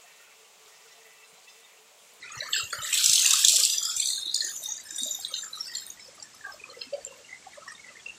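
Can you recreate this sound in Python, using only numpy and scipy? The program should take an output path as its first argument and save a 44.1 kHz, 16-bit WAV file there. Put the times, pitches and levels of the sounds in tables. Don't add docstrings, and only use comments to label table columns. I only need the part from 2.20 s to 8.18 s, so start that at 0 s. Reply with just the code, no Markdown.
import sys
import numpy as np
from scipy import signal
from scipy.io import wavfile
from scipy.ndimage import uniform_filter1d

SR = 44100
rng = np.random.default_rng(int(sys.argv[2]) if len(sys.argv) > 2 else 0)


def store_wav(level_fs):
    pcm = np.round(np.clip(np.atleast_2d(level_fs), -1, 1) * 32767)
    wavfile.write(sys.argv[1], SR, pcm.T.astype(np.int16))


def natural_amplitude(level_db):
    exponent = np.asarray(level_db, float) / 20
    return 10 ** exponent


N = 263705
FRAME, HOP = 512, 128
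HELD_DOWN_DB = 25.5

# (low edge [Hz], high edge [Hz])
REGISTERS = [
    (400, 2400),
    (2400, 5300),
    (5300, 9500),
    (9500, 15700),
]
REGISTER_HZ = [300, 1300, 3800, 7000, 12500]
# (pitch [Hz], width [Hz], level [dB])
HOLLOWS = [(576, 500, 0.58), (1260, 80, 3.5), (1900, 190, 0.5), (3800, 143, 0), (7400, 350, 0.8),
           (14400, 6100, 3), (6140, 2900, 0), (10570, 570, -0.4)]
# (time [s], rise [dB], centre [Hz])
SPATTER = [(0.117, 1, 8370), (0.206, 2.5, 6400), (0.3317, 14.5, 3550), (0.53, 13, 6660), (1.583, 4, 5100),
           (1.626, 9, 7500), (1.651, 14, 8450), (1.765, 17.5, 7400), (1.798, 15.5, 4900),
           (2.059, 12.5, 7140), (2.144, 18.5, 7950), (2.206, 13.5, 4900), (2.426, 3, 9600),
           (2.707, 12, 5600), (2.759, 8.5, 7800), (2.833, 14, 6900), (3.001, 8.5, 7600),
           (3.049, 16.5, 5500), (3.14, 13.5, 4470), (3.41, 8.5, 5900), (3.551, 14, 4700), (3.665, 15, 9550),
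           (3.703, 12, 6800), (3.796, 18.5, 4850), (4.025, 20.5, 6460), (4.616, 17, 4300),
           (4.851, 5.5, 6240), (5.481, 16.5, 7160)]


def rms_one(x):
    return x / np.sqrt(np.mean(x ** 2) + 1e-20)


def frames(x):
    return signal.stft(x, SR, nperseg=FRAME, noverlap=FRAME - HOP)


def unframe(z):
    return signal.istft(z, SR, nperseg=FRAME, noverlap=FRAME - HOP)[1][:N]


def hump(hz, centre_hz, width_hz, power=2):
    return 1 / (1 + ((hz - centre_hz) / (width_hz / 2)) ** power)


def stream(fizz_share):
    rush = np.sqrt(1 - fizz_share) * rng.standard_normal(N)
    source = rush + np.sqrt(fizz_share) * fizz(per_s=70.0, spread_db=2.36, cycles=33.0, least_s=0.0041, count=36)
    below = []
    for low, _ in REGISTERS:
        below.append(signal.sosfiltfilt(signal.butter(2, low, "low", fs=SR, output="sos"), source))
    uppers = np.diff(below + [source], axis=0)
    swell_db = spatter(per_s=160.0, small_db=6.0, share=0.65, length_s=0.0012) - 1.45
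    source = below[0] + np.sum(uppers * natural_amplitude(swell_db), axis=0)
    hz, s, z = frames(source)
    learned = learned_rush(hz, s)
    rise_db = excess_db(hz, s, learned)
    rise_db = rise_db + patches(hz, s, rate=4.0, depth_db=0.9249, size=3)
    rise_db = rise_db + patches(hz, s, rate=4.3, depth_db=0.4837, size=9)
    return unframe(z * learned * natural_amplitude(rise_db))


def jet_db(s):
    # (time [s], level [dB])
    jet_level = [(0, -31), (.3, -32), (.345, -25.5), (.48, -28.5), (.62, -25.5), (.73, -22.5), (.8, -20.5),
                 (1.35, -20), (1.62, -27), (1.88, -25.5), (2.05, -30), (2.3, -25.5), (2.6, -30.5),
                 (2.85, -28.5), (3.28, -32), (3.55, -28.5), (3.75, -41.5), (5.98, -43)]
    return np.interp(s, *np.transpose(jet_level))


def jet_registers(s):
    mean_db, surge_share, surge_s = -30, 0.52, 0.0085
    # (offset [dB], share of its swing)
    follows = [
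        (0.44, 0.7),
        (-1.75, 1.01),
        (-12, 0.8),
    ]
    when, rise_db, centre_hz = np.transpose(SPATTER)
    since = s - when[:, None]
    dying = (since >= 0) * np.exp(-np.abs(since) / surge_s)
    surges = reach(REGISTER_HZ[2:], centre_hz) * rise_db @ dying
    offset_db, share = np.transpose(follows)[:, :, None]
    return mean_db + offset_db + share * (jet_db(s) - mean_db) + surge_share * surges


def reach(hz, centre_hz):
    octaves = np.log2(np.outer(hz, 1 / centre_hz))
    return np.exp(-(octaves / 0.96) ** 2)


def spatter(per_s, small_db, share, length_s):
    strike_s, most_db = 0.0021, 9
    # (time [s], rise [dB], centre [Hz])
    flicks = [(0.528, 21.5, 1660), (1.872, 17, 11000), (1.902, 18.5, 13000), (2.437, 24, 13200),
              (2.784, 15, 8700), (2.804, 9, 6000), (2.921, 7, 8000), (2.948, 15.5, 13500),
              (3.118, 12, 13500), (4.146, 16.5, 10370), (4.735, 21, 2550), (5.318, 25, 2700),
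              (5.439, 5, 4000), (5.523, 19, 7000), (5.55, 7.5, 4300)]
    # (time [s], rise [dB])
    strikes = [(0.741, 9), (0.84, 8.5), (0.858, 7.5), (0.895, 8), (0.917, 0), (0.931, 8), (0.993, 5.5),
               (1.044, 3), (1.06, 7.5), (1.107, 9), (1.132, 7.5), (1.192, 5), (1.248, 12), (1.282, 9.5),
               (1.293, 8.5), (1.362, 9), (1.399, 8.5), (1.435, 5.5), (1.449, 8), (1.498, 6.5), (1.537, 4.5)]
    close = np.clip((jet_db(np.arange(N) / SR) + 33.0) / 14, .35, 1)
    sizes = (rng.random(N) < per_s / SR) * small_db * close * np.minimum(rng.exponential(1, N), 2.4)
    small = sizes * reach(REGISTER_HZ[1:], 3000 * 2 ** rng.uniform(0, 5.6, N))
    listed = np.zeros_like(small)
    when, rise_db, centre_hz = np.transpose(np.vstack([SPATTER, flicks]))
    rises = share * rise_db * reach(REGISTER_HZ[1:], centre_hz)
    np.add.at(listed.T, (when * SR).astype(int), rises.T)
    when, rise_db = np.transpose(strikes)
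    struck = np.zeros_like(small)
    struck[1:, (when * SR).astype(int)] = rise_db
    lengths_s = np.array([length_s, length_s, strike_s])[:, None, None]
    t = np.arange(int(.012 * SR)) / SR / lengths_s
    small, listed, struck = signal.fftconvolve([small, listed, struck], t * np.exp(1 - t), axes=2)[:, :, :N]
    return np.maximum(most_db * np.tanh(small / most_db), listed + struck)


def fizz(per_s, spread_db, cycles, least_s, count):
    out = np.zeros(N)
    for hz in np.geomspace(350, 15500, count):
        sizes = natural_amplitude(spread_db * np.minimum(rng.exponential(1, N), 3))
        clicks = (rng.random(N) < per_s / SR) * sizes * rng.choice([-1, 1], N)
        r = np.exp(-np.log(1000) / (max(cycles / hz, least_s) * SR))
        w = 2 * np.pi * hz / SR
        ring = [(1 - r * r) / 2, 0, (r * r - 1) / 2], [1, -2 * r * np.cos(w), r * r]
        out += signal.lfilter(*ring, rms_one(clicks) + 1e-18)
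    return rms_one(out)


def excess_db(hz, s, learned):
    fully_open_db, leverage, bass_rise_db = 5.5, 0.22, 3
    # (time [s], pitch [Hz], level [dB])
    gurgle_path = [(0, 1900, -29), (0.301, 1900, -28.5), (.42, 1440, -38), (.53, 1700, -31),
                   (.75, 1900, -28), (.82, 1360, -36), (1.12, 1040, -28.5), (1.52, 1334, -40),
                   (2.2, 1780, -47), (2.75, 1680, -41.5), (3.4, 1290, -39), (3.55, 1900, -41.5),
                   (4.0, 1750, -39.5), (4.601, 2140, -38), (5.4, 2200, -37), (5.55, 1900, -39.5),
                   (5.98, 2770, -44.5)]
    # (time [s], pitch [Hz], depth [dB])
    notch_path = [(0, 2250, -1.5), (.6, 1940, -0.5), (1.3, 2360, 1.5), (1.6, 2220, -1.5),
                  (1.999, 2490, 2.5), (3.6, 2880, 1), (4.201, 3440, 1), (6, 3520, -0.5)]
    gurgle_s, gurgle_hz, gurgle_db = np.transpose(gurgle_path)
    passed = [np.interp(s, gurgle_s, gurgle_db)]
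    passed += list(jet_registers(s))
    passed[-1] = passed[-1] + 0.36 * nearness_db(s)
    rises = [np.full(len(s), bass_rise_db)]
    for (low, high), passed_db in zip(REGISTERS, passed):
        expected = np.sum(learned[(hz >= low) & (hz < high)] ** 2, axis=0) / len(hz)
        over = np.maximum(passed_db - 10 * np.log10(expected), -26) - fully_open_db
        rises.append(fully_open_db + np.maximum(over, leverage * over))
    place = np.interp(np.log(hz + 1), np.log(REGISTER_HZ), np.arange(len(rises)))
    shares = np.clip(1 - np.abs(place[:, None] - np.arange(len(rises))), 0, 1)
    hollows = sum(db * hump(hz, at_hz, width_hz) for at_hz, width_hz, db in HOLLOWS)
    gurgle = 3 * hump(hz[:, None], np.interp(s, gurgle_s, gurgle_hz), width_hz=178)
    when, notch_hz, depth_db = np.transpose(notch_path)
    notch = np.interp(s, when, depth_db) * hump(hz[:, None], np.interp(s, when, notch_hz), 1050, power=4)
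    return shares @ np.array(rises) + hollows[:, None] + gurgle - notch + rivulets(hz, s) - 1.3


def rivulets(hz, s):
    # (time [s], length [s], pitch [Hz], rise [dB])
    near = [(0.02, 0.061, 2480, 7), (0.113, 0.1, 2730, 5.5), (0.186, 0.1, 4510, 8.5), (0.273, 0.1, 7620, 8),
            (0.29, 0.52, 13100, 6), (0.31, 0.045, 3500, 5.5), (0.335, 0.071, 4470, 4),
            (0.325, 0.07, 4940, 9.5), (0.315, 0.092, 4400, 5), (0.32, 0.13, 3850, 6),
            (0.339, 0.1, 2740, 22), (0.329, 0.084, 3080, 5), (0.436, 0.22, 7160, 5), (0.596, 0.08, 5900, 5),
            (1.52, 0.17, 4050, 5), (1.518, 0.15, 8500, -9), (1.516, 0.18, 3500, 12.5),
            (1.493, 0.19, 4850, 7.5), (1.497, 0.39, 6040, 8), (1.49, 0.27, 7220, 5.5),
            (1.565, 0.19, 3230, 9.5), (1.594, 0.33, 7690, 6), (1.624, 0.12, 5370, 6),
            (1.768, 0.31, 3700, 10.5), (1.771, 0.21, 8268, 4), (1.773, 0.32, 9080, 8),
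            (1.875, 0.34, 4170, 8.5), (1.815, 0.32, 4540, 4), (1.832, 0.31, 10830, 7.5),
            (1.85, 0.15, 6860, 6.5), (1.852, 0.13, 6370, 8), (2.053, 0.14, 3640, 1.5),
            (2.09, 0.22, 4750, 6.5), (2.103, 0.16, 3780, 2), (2.143, 0.21, 10100, 2),
            (2.147, 0.24, 6900, 7), (2.153, 0.15, 7200, 0), (2.151, 0.214, 7665, -2),
            (2.154, 0.097, 4240, 2.5), (2.23, 0.28, 6300, 5.5), (2.244, 0.26, 14987, 6)]
    leaving = [(2.32, 0.07, 2900, 6.3), (2.331, 0.18, 11730, 10), (2.36, 0.144, 12900, 17),
               (2.369, 0.17, 5930, 9.6), (2.405, 0.15, 3690, 10), (2.424, 0.15, 7180, 8.2),
               (2.453, 0.057, 4160, 5), (2.491, 0.039, 6600, 10.6), (2.493, 0.031, 4670, 12),
               (2.653, 0.1, 7340, 4.6), (2.662, 0.289, 5960, 5.5), (2.707, 0.3, 3675, 12),
               (2.723, 0.049, 5360, 5.3), (2.723, 0.289, 12500, 7.2), (2.761, 0.083, 8790, 10.4),
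               (2.761, 0.2, 6930, 7.7), (2.78, 0.073, 8800, 8.1), (2.797, 0.087, 4700, 2.1),
               (2.799, 0.16, 11540, 6.5), (2.801, 0.14, 6180, 2.9), (2.86, 0.067, 3960, 6.9),
               (2.894, 0.289, 13264, 2.1), (2.926, 0.1, 14600, 3.8), (2.941, 0.066, 15100, 7.7),
               (2.99, 0.28, 4850, 2.02), (2.996, 0.069, 4220, 3.7), (2.999, 0.11, 7500, 2.4),
               (3.001, 0.089, 8440, 6.1), (3.054, 0.057, 8750, 6.5), (3.109, 0.081, 3720, 19),
               (3.115, 0.11, 6150, 5.8), (3.118, 0.082, 2830, 5.3), (3.121, 0.069, 4120, 9.3),
               (3.132, 0.114, 7430, 6.5), (3.141, 0.15, 7100, 3.6), (3.333, 0.05, 3850, 7),
               (3.359, 0.076, 7407, 3.4), (3.385, 0.16, 5300, 8.2), (3.388, 0.061, 4306, 4),
               (3.388, 0.047, 6340, 6.5), (3.405, 0.042, 5860, 4.1), (3.423, 0.23, 13000, 2.3),
               (3.449, 0.093, 4700, 3.6), (3.489, 0.16, 5100, 5.6), (3.521, 0.098, 3140, 4.4),
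               (3.53, 0.15, 3780, 8.7), (3.55, 0.079, 7600, 5), (3.55, 0.073, 4260, 6.7),
               (3.55, 0.11, 11000, 5.2), (3.605, 0.097, 13960, 13)]
    far = [(1.594, 0.11, 1300, 5.5), (2.204, 0.067, 1800, 9.2), (2.262, 0.078, 1590, 5.8),
           (2.265, 0.079, 1245, 9.7), (2.39, 0.047, 580, 6.9), (2.475, 0.06, 844, 4.4),
           (2.57, 0.2, 1790, 4.3), (2.8, 0.04, 2500, 9), (2.851, 0.086, 650, 6.7), (3.23, 0.032, 1750, 3),
           (3.373, 0.017, 1280, 1.7), (3.492, 0.056, 1940, 9.6), (3.791, 0.14, 5250, 7.9),
           (3.794, 0.076, 4030, 8.2), (3.794, 0.14, 4450, 3.4), (3.799, 0.098, 5700, 3.6),
           (3.94, 0.065, 1285, 7.8), (4.09, 0.057, 5900, 7.5), (4.1, 0.06, 1120, 4.7),
           (4.241, 0.061, 1580, 8.6), (4.241, 0.085, 1119, 9.9), (4.241, 0.091, 860, 4.1),
           (4.32, 0.07, 5160, 5.5), (4.47, 0.11, 510, 7.2), (4.528, 0.048, 2100, 4.4),
           (4.56, 0.057, 516, 3.3), (4.585, 0.054, 5050, 9.4), (4.726, 0.054, 533, 7.5),
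           (4.729, 0.06, 775, 4), (4.732, 0.05, 2400, 6.3), (4.781, 0.085, 5930, 5.1),
           (4.822, 0.1, 2842, 5.3), (4.862, 0.15, 510, 6.2), (5.094, 0.055, 2000, 2.5),
           (5.315, 0.055, 2700, 6.2), (5.36, 0.066, 5960, 7.7), (5.478, 0.048, 1830, 9.7),
           (5.48, 0.08, 5700, 7.3), (5.53, 0.05, 3700, 2.3), (5.64, 0.057, 2000, 10),
           (5.73, 0.075, 1750, 6.9), (5.86, 0.046, 2750, 7.3)]
    share, edge_s, flicker = 0.76, 0.0028, 0.52
    start, length, pitch_hz, rise_db = np.transpose(np.vstack([near, leaving, far]))[:, :, None]
    inside_s = np.minimum(s - start, (start + length - s) / 3)
    running = np.clip(inside_s / edge_s + 1, 0, 1)
    drop_by_drop = uniform_filter1d(rng.standard_normal(running.shape), size=3, axis=1)
    running *= 1 + flicker * rms_one(drop_by_drop)
    band = np.exp(-((hz - pitch_hz) / (76.5 + 0.012 * pitch_hz)) ** 2)
    away = np.clip((-23 - jet_db(s)) / 4.4, (hz < REGISTERS[0][1])[:, None], 1)
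    return np.minimum(band.T @ (share * rise_db * running), 8.0) - 1.744 * away


def patches(hz, s, rate, depth_db, size):
    keep = np.exp(-2 * np.pi * rate * HOP / SR)
    chance = uniform_filter1d(rng.standard_normal((len(hz), len(s) + 200)), size=size, axis=0)
    drift = signal.lfilter([1], [1, -2 * keep, keep ** 2], chance, axis=1)[:, 200:]
    return depth_db * rms_one(drift)


def plops(rows, cycles, rise, rough, gain_db):
    out = np.zeros(N + SR)
    partners = rng.uniform(-0.99, 1, (len(rows), 2))
    for (s, peak_db, hz), (apart, turn) in zip(rows, partners):
        turns = np.arange(int(cycles / hz * SR)) * hz / SR
        shape = (1 - np.exp(-turns / rise)) * natural_amplitude(-60 * turns / cycles)
        phase = 2 * np.pi * turns * (1 + 0.0002 * turns)
        tone = np.sin(phase) + rough * np.sin(phase * (1 + 0.073 * apart) + np.pi * turn)
        ring = shape * tone
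        start = round(s * SR)
        out[start:start + len(turns)] += natural_amplitude(peak_db + gain_db) * ring / np.max(np.abs(ring))
    return out[:N]


def drops():
    # (time [s], peak [dB], pitch [Hz])
    drop_rows = [(.2062, -13.5, 4030), (.3315, -17.5, 3580), (.3646, -11.5, 4900), (.5264, -13, 4350),
                 (.841, -15, 4230), (.9792, -9.5, 3220), (1.057, -10, 2704), (1.134, -8, 3800),
                 (1.247, -5, 3570), (1.4348, -7, 4670), (1.8246, -15, 3470), (1.8735, -32, 3700),
                 (2.0566, -12, 3800), (2.08, -14, 3860), (2.096, -17, 3800), (2.1553, -16, 3580),
                 (2.2057, -9.5, 4260), (2.4572, -18, 3660), (2.8019, -17, 3674), (2.947, -17.5, 3690),
                 (3.0488, -14.5, 3975), (3.1411, -15.5, 3860), (3.3312, -19, 3980), (3.5502, -19, 3800),
                 (3.7946, -25, 3990), (4.3219, -16.5, 5250), (4.6122, -20.5, 3250), (4.7339, -19.5, 2730),
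                 (4.8721, -20, 3120), (5.4114, -22, 2690), (5.5501, -25, 3640), (5.862, -23.5, 2720)]
    # (time [s], peak [dB], pitch [Hz])
    tick_rows = [(0.119, -13.5, 6600), (0.28, -19, 7550), (0.528, -14, 6730), (0.745, -10, 7700),
                 (0.916, -6, 7900), (1.2482, -9, 7520), (1.284, -6, 7400), (1.359, -2, 7550),
                 (1.582, -8.5, 5940), (1.6291, -9, 6700), (1.653, -11, 7300), (1.7127, -10, 6800),
                 (1.7663, -20, 7400), (1.801, -8, 7440), (1.857, -9, 5990), (2.146, -22, 8490),
                 (2.161, -11, 6870), (2.247, -10, 6770), (2.487, -12.5, 6840), (2.761, -10, 7150),
                 (2.8335, -14.5, 6500), (2.9094, -10.5, 6980), (2.9998, -12, 7450), (3.1837, -12, 7070),
                 (3.407, -12, 5530), (3.569, -13, 7100), (3.702, -12.5, 6560), (4.029, -16.5, 7500),
                 (4.8495, -10.5, 7320), (5.438, -22, 4400), (5.4811, -14.5, 5250), (5.52, -17, 8130)]
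    out = plops(drop_rows, cycles=71.0, rise=1.57, rough=0.67, gain_db=-4.0)
    out += plops(tick_rows, cycles=118.0, rise=1.4, rough=0.86, gain_db=-5.0)
    return out + cracks(np.vstack([drop_rows, tick_rows]), gain_db=-10.5)


def cracks(rows, gain_db):
    length_s = 0.00072
    s, peak_db, _ = np.transpose(rows)
    clicks = np.zeros(N)
    clicks[(s * SR).astype(int)] = natural_amplitude(peak_db + gain_db)
    fading = signal.lfilter([1], [1, -np.exp(-1 / (length_s * SR))], clicks + 1e-18)
    bursts = fading * rng.standard_normal(N)
    return signal.sosfilt(signal.butter(2, [2600, 10000], "band", fs=SR, output="sos"), bursts)


def bubbles():
    # (time [s], peak [dB], pitch [Hz])
    bubble_rows = [(0.0288, -26, 2120), (0.0927, -30, 1900), (0.172, -23.5, 2060), (0.2284, -20, 1720),
                   (0.287, -24, 1294), (0.342, -20, 1735), (0.3614, -18, 1560), (0.3972, -22.5, 1333),
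                   (0.5312, -19, 1390), (0.6015, -23, 1300), (0.6484, -19, 1900), (0.806, -28, 1260),
                   (1.045, -21.5, 1880), (1.1372, -22, 1260), (1.2391, -21.5, 1700), (1.4104, -26, 1240),
                   (1.5963, -38, 1330), (1.9764, -29, 1580), (2.2059, -24, 1916), (2.65, -40, 1695),
                   (3.232, -24.5, 1725), (3.3743, -27, 1248), (3.496, -24.5, 1892), (4.2398, -27, 1610),
                   (4.4593, -31, 1076), (5.0911, -24.5, 2010), (5.1287, -23, 2070), (5.2465, -23.5, 2020),
                   (5.5208, -27, 1206), (5.7683, -25.5, 2100)]
    # (time [s], peak [dB], pitch [Hz])
    gulp_rows = [(0.17, -33, 1026), (0.219, -29, 600), (0.432, -34.5, 377), (0.531, -32, 595),
                 (0.627, -32.5, 586), (0.941, -31.5, 732), (1.036, -32, 726), (1.063, -30.5, 1000),
                 (1.116, -27, 1006), (1.333, -32, 642), (1.383, -30.5, 526), (1.708, -33.5, 810),
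                 (2.171, -34, 540), (2.397, -32.5, 568), (2.48, -34.5, 860), (2.858, -29, 636),
                 (2.988, -31, 773), (3.096, -37, 504), (3.44, -34.5, 935), (3.751, -39, 541),
                 (3.881, -33.5, 537), (4.263, -33.5, 752), (4.34, -34.5, 614), (4.567, -35, 501),
                 (4.724, -25.5, 559), (4.858, -36, 553), (4.909, -32.5, 535), (5.138, -51, 682),
                 (5.268, -32, 813), (5.37, -33.5, 580)]
    # (time [s], peak [dB], pitch [Hz])
    glug_rows = [(2.056, -41, 333), (2.719, -41, 328), (2.813, -40, 254), (3.69, -47.5, 376),
                 (4.661, -40, 258.6), (5.47, -45, 244)]
    out = plops(bubble_rows, cycles=49.5, rise=0.33, rough=0.2, gain_db=-0.5)
    out += plops(gulp_rows, cycles=52.7, rise=0.15, rough=0.67, gain_db=2.0)
    return out + plops(glug_rows, cycles=24.7, rise=2.3, rough=0.18, gain_db=8.0)


def strays(first, count):
    when, which, detune, size = rng.random((count, 4)).T
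    s = when * N / SR
    hollow_hz = np.transpose(HOLLOWS)[0][first + (which * 3).astype(int)]
    hz = hollow_hz * (1 + 0.206 * (2 * detune - 1))
    swing_db = jet_db(s) + 30
    peak_db = -23.5 + 0.19 * swing_db + 2.4 * np.log(size + 0.15)
    return np.transpose([s, peak_db, hz])


def drips():
    # (time [s], peak [dB], pitch [Hz])
    drip_rows = [(2.231, -23.5, 558), (4.0, -12.5, 4670), (4.399, -20, 2420), (4.5, -13, 4200),
                 (5.69, -17.5, 2600), (5.902, -20, 2670)]
    low = plops(strays(first=0, count=230), cycles=21.0, rise=2.4, rough=0.46, gain_db=-18.0)
    high_rows = np.vstack([strays(first=2, count=280), drip_rows])
    return low + plops(high_rows, cycles=54.0, rise=0.26, rough=0.34, gain_db=-9.0)


def bumps():
    # (time [s], peak [dB], pitch [Hz])
    bump_rows = [(0.166, -51.5, 117), (0.429, -51, 106), (0.581, -53, 121), (0.803, -55.5, 96.5),
                 (0.888, -49, 136), (1.763, -53, 106)]
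    return plops(bump_rows, cycles=4.9, rise=1.2, rough=1.0, gain_db=20.5)


def scene():
    water = stream(fizz_share=0.3)
    water += drops() + bubbles() + drips() + bumps()
    return water[None]


def nearness_db(s):
    # (time [s], extra level at 12 kHz [dB])
    nearness = [(0, -47), (.3, 10), (.7, 1.5), (1.6, 2.5), (2.5, -5.5), (3.0, 4.5), (3.6, 2), (3.9, 0),
                (6, -16)]
    return np.interp(s, *np.transpose(nearness))


def learned_rush(hz, s):
    # (pitch [Hz], level per Hz [dB])
    rush = [(40, -9), (90, -2), (200, -1.5), (800, -3), (1700, -2), (2400, -3), (5600, -2.5), (7700, 0),
            (9000, -10), (11100, -19.5), (14700, -27), (15900, -29)]
    at, level_db = np.transpose(rush)
    shape = rms_one(natural_amplitude(np.interp(np.log(hz + 1), np.log(at), level_db)))
    bright = np.clip(hz / 12000, 0, 1.3) ** 2
    held_db = -54
    return natural_amplitude(held_db + HELD_DOWN_DB + np.outer(bright, nearness_db(s).clip(0))) * shape[:, None]


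def suppress(x, open_db, hold_db, fast_s, slow_s, release_db_s):
    ajar_db, ajar_margin_db, ajar_s, leak_db = -5.5, 3.5, 0.016, -59
    hz, s, z = frames(x)
    window = signal.get_window("hann", FRAME)
    learned = learned_rush(hz, s)
    ratio = np.abs(z) ** 2 / (learned ** 2 * np.sum(window ** 2) / np.sum(window) ** 2)
    wanted = []
    for margin_db, smooth_s in ((open_db, fast_s), (hold_db, slow_s), (ajar_margin_db, ajar_s)):
        keep = np.exp(-HOP / SR / smooth_s)
        average = signal.lfilter([1 - keep], [1, -keep], ratio, axis=1)
        wanted.append(np.clip(1 - natural_amplitude(margin_db) ** 2 / (average + 1e-9), 0, 1))
    gain, fade = wanted[0].copy(), natural_amplitude(-release_db_s * HOP / SR)
    for k in range(1, len(s)):
        held = np.clip(wanted[1][:, k], fade * gain[:, k - 1], gain[:, k - 1])
        gain[:, k] = np.maximum(gain[:, k], held)
    opening = np.maximum(gain ** 1.636, natural_amplitude(ajar_db) * wanted[2])
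    filler = frames(rng.standard_normal(N))[2] * learned * natural_amplitude(-HELD_DOWN_DB)
    return unframe(z * np.hypot(opening, natural_amplitude(leak_db)) + filler * (1 - gain))


def band_limit(x):
    return signal.sosfilt(signal.butter(12, 15960, fs=SR, output="sos"), x)


def record(dry):
    cleaned = suppress(dry[0], open_db=8.5, hold_db=1.5, fast_s=0.0031, slow_s=0.021, release_db_s=358.0)
    thin = signal.sosfilt(signal.butter(3, 58, "high", fs=SR, output="sos"), cleaned)
    thin = signal.sosfilt(signal.cheby2(20, 70, 15900, fs=SR, output="sos"), thin)
    return band_limit(thin[None])


dry = scene()
out = record(dry)
store_wav(out)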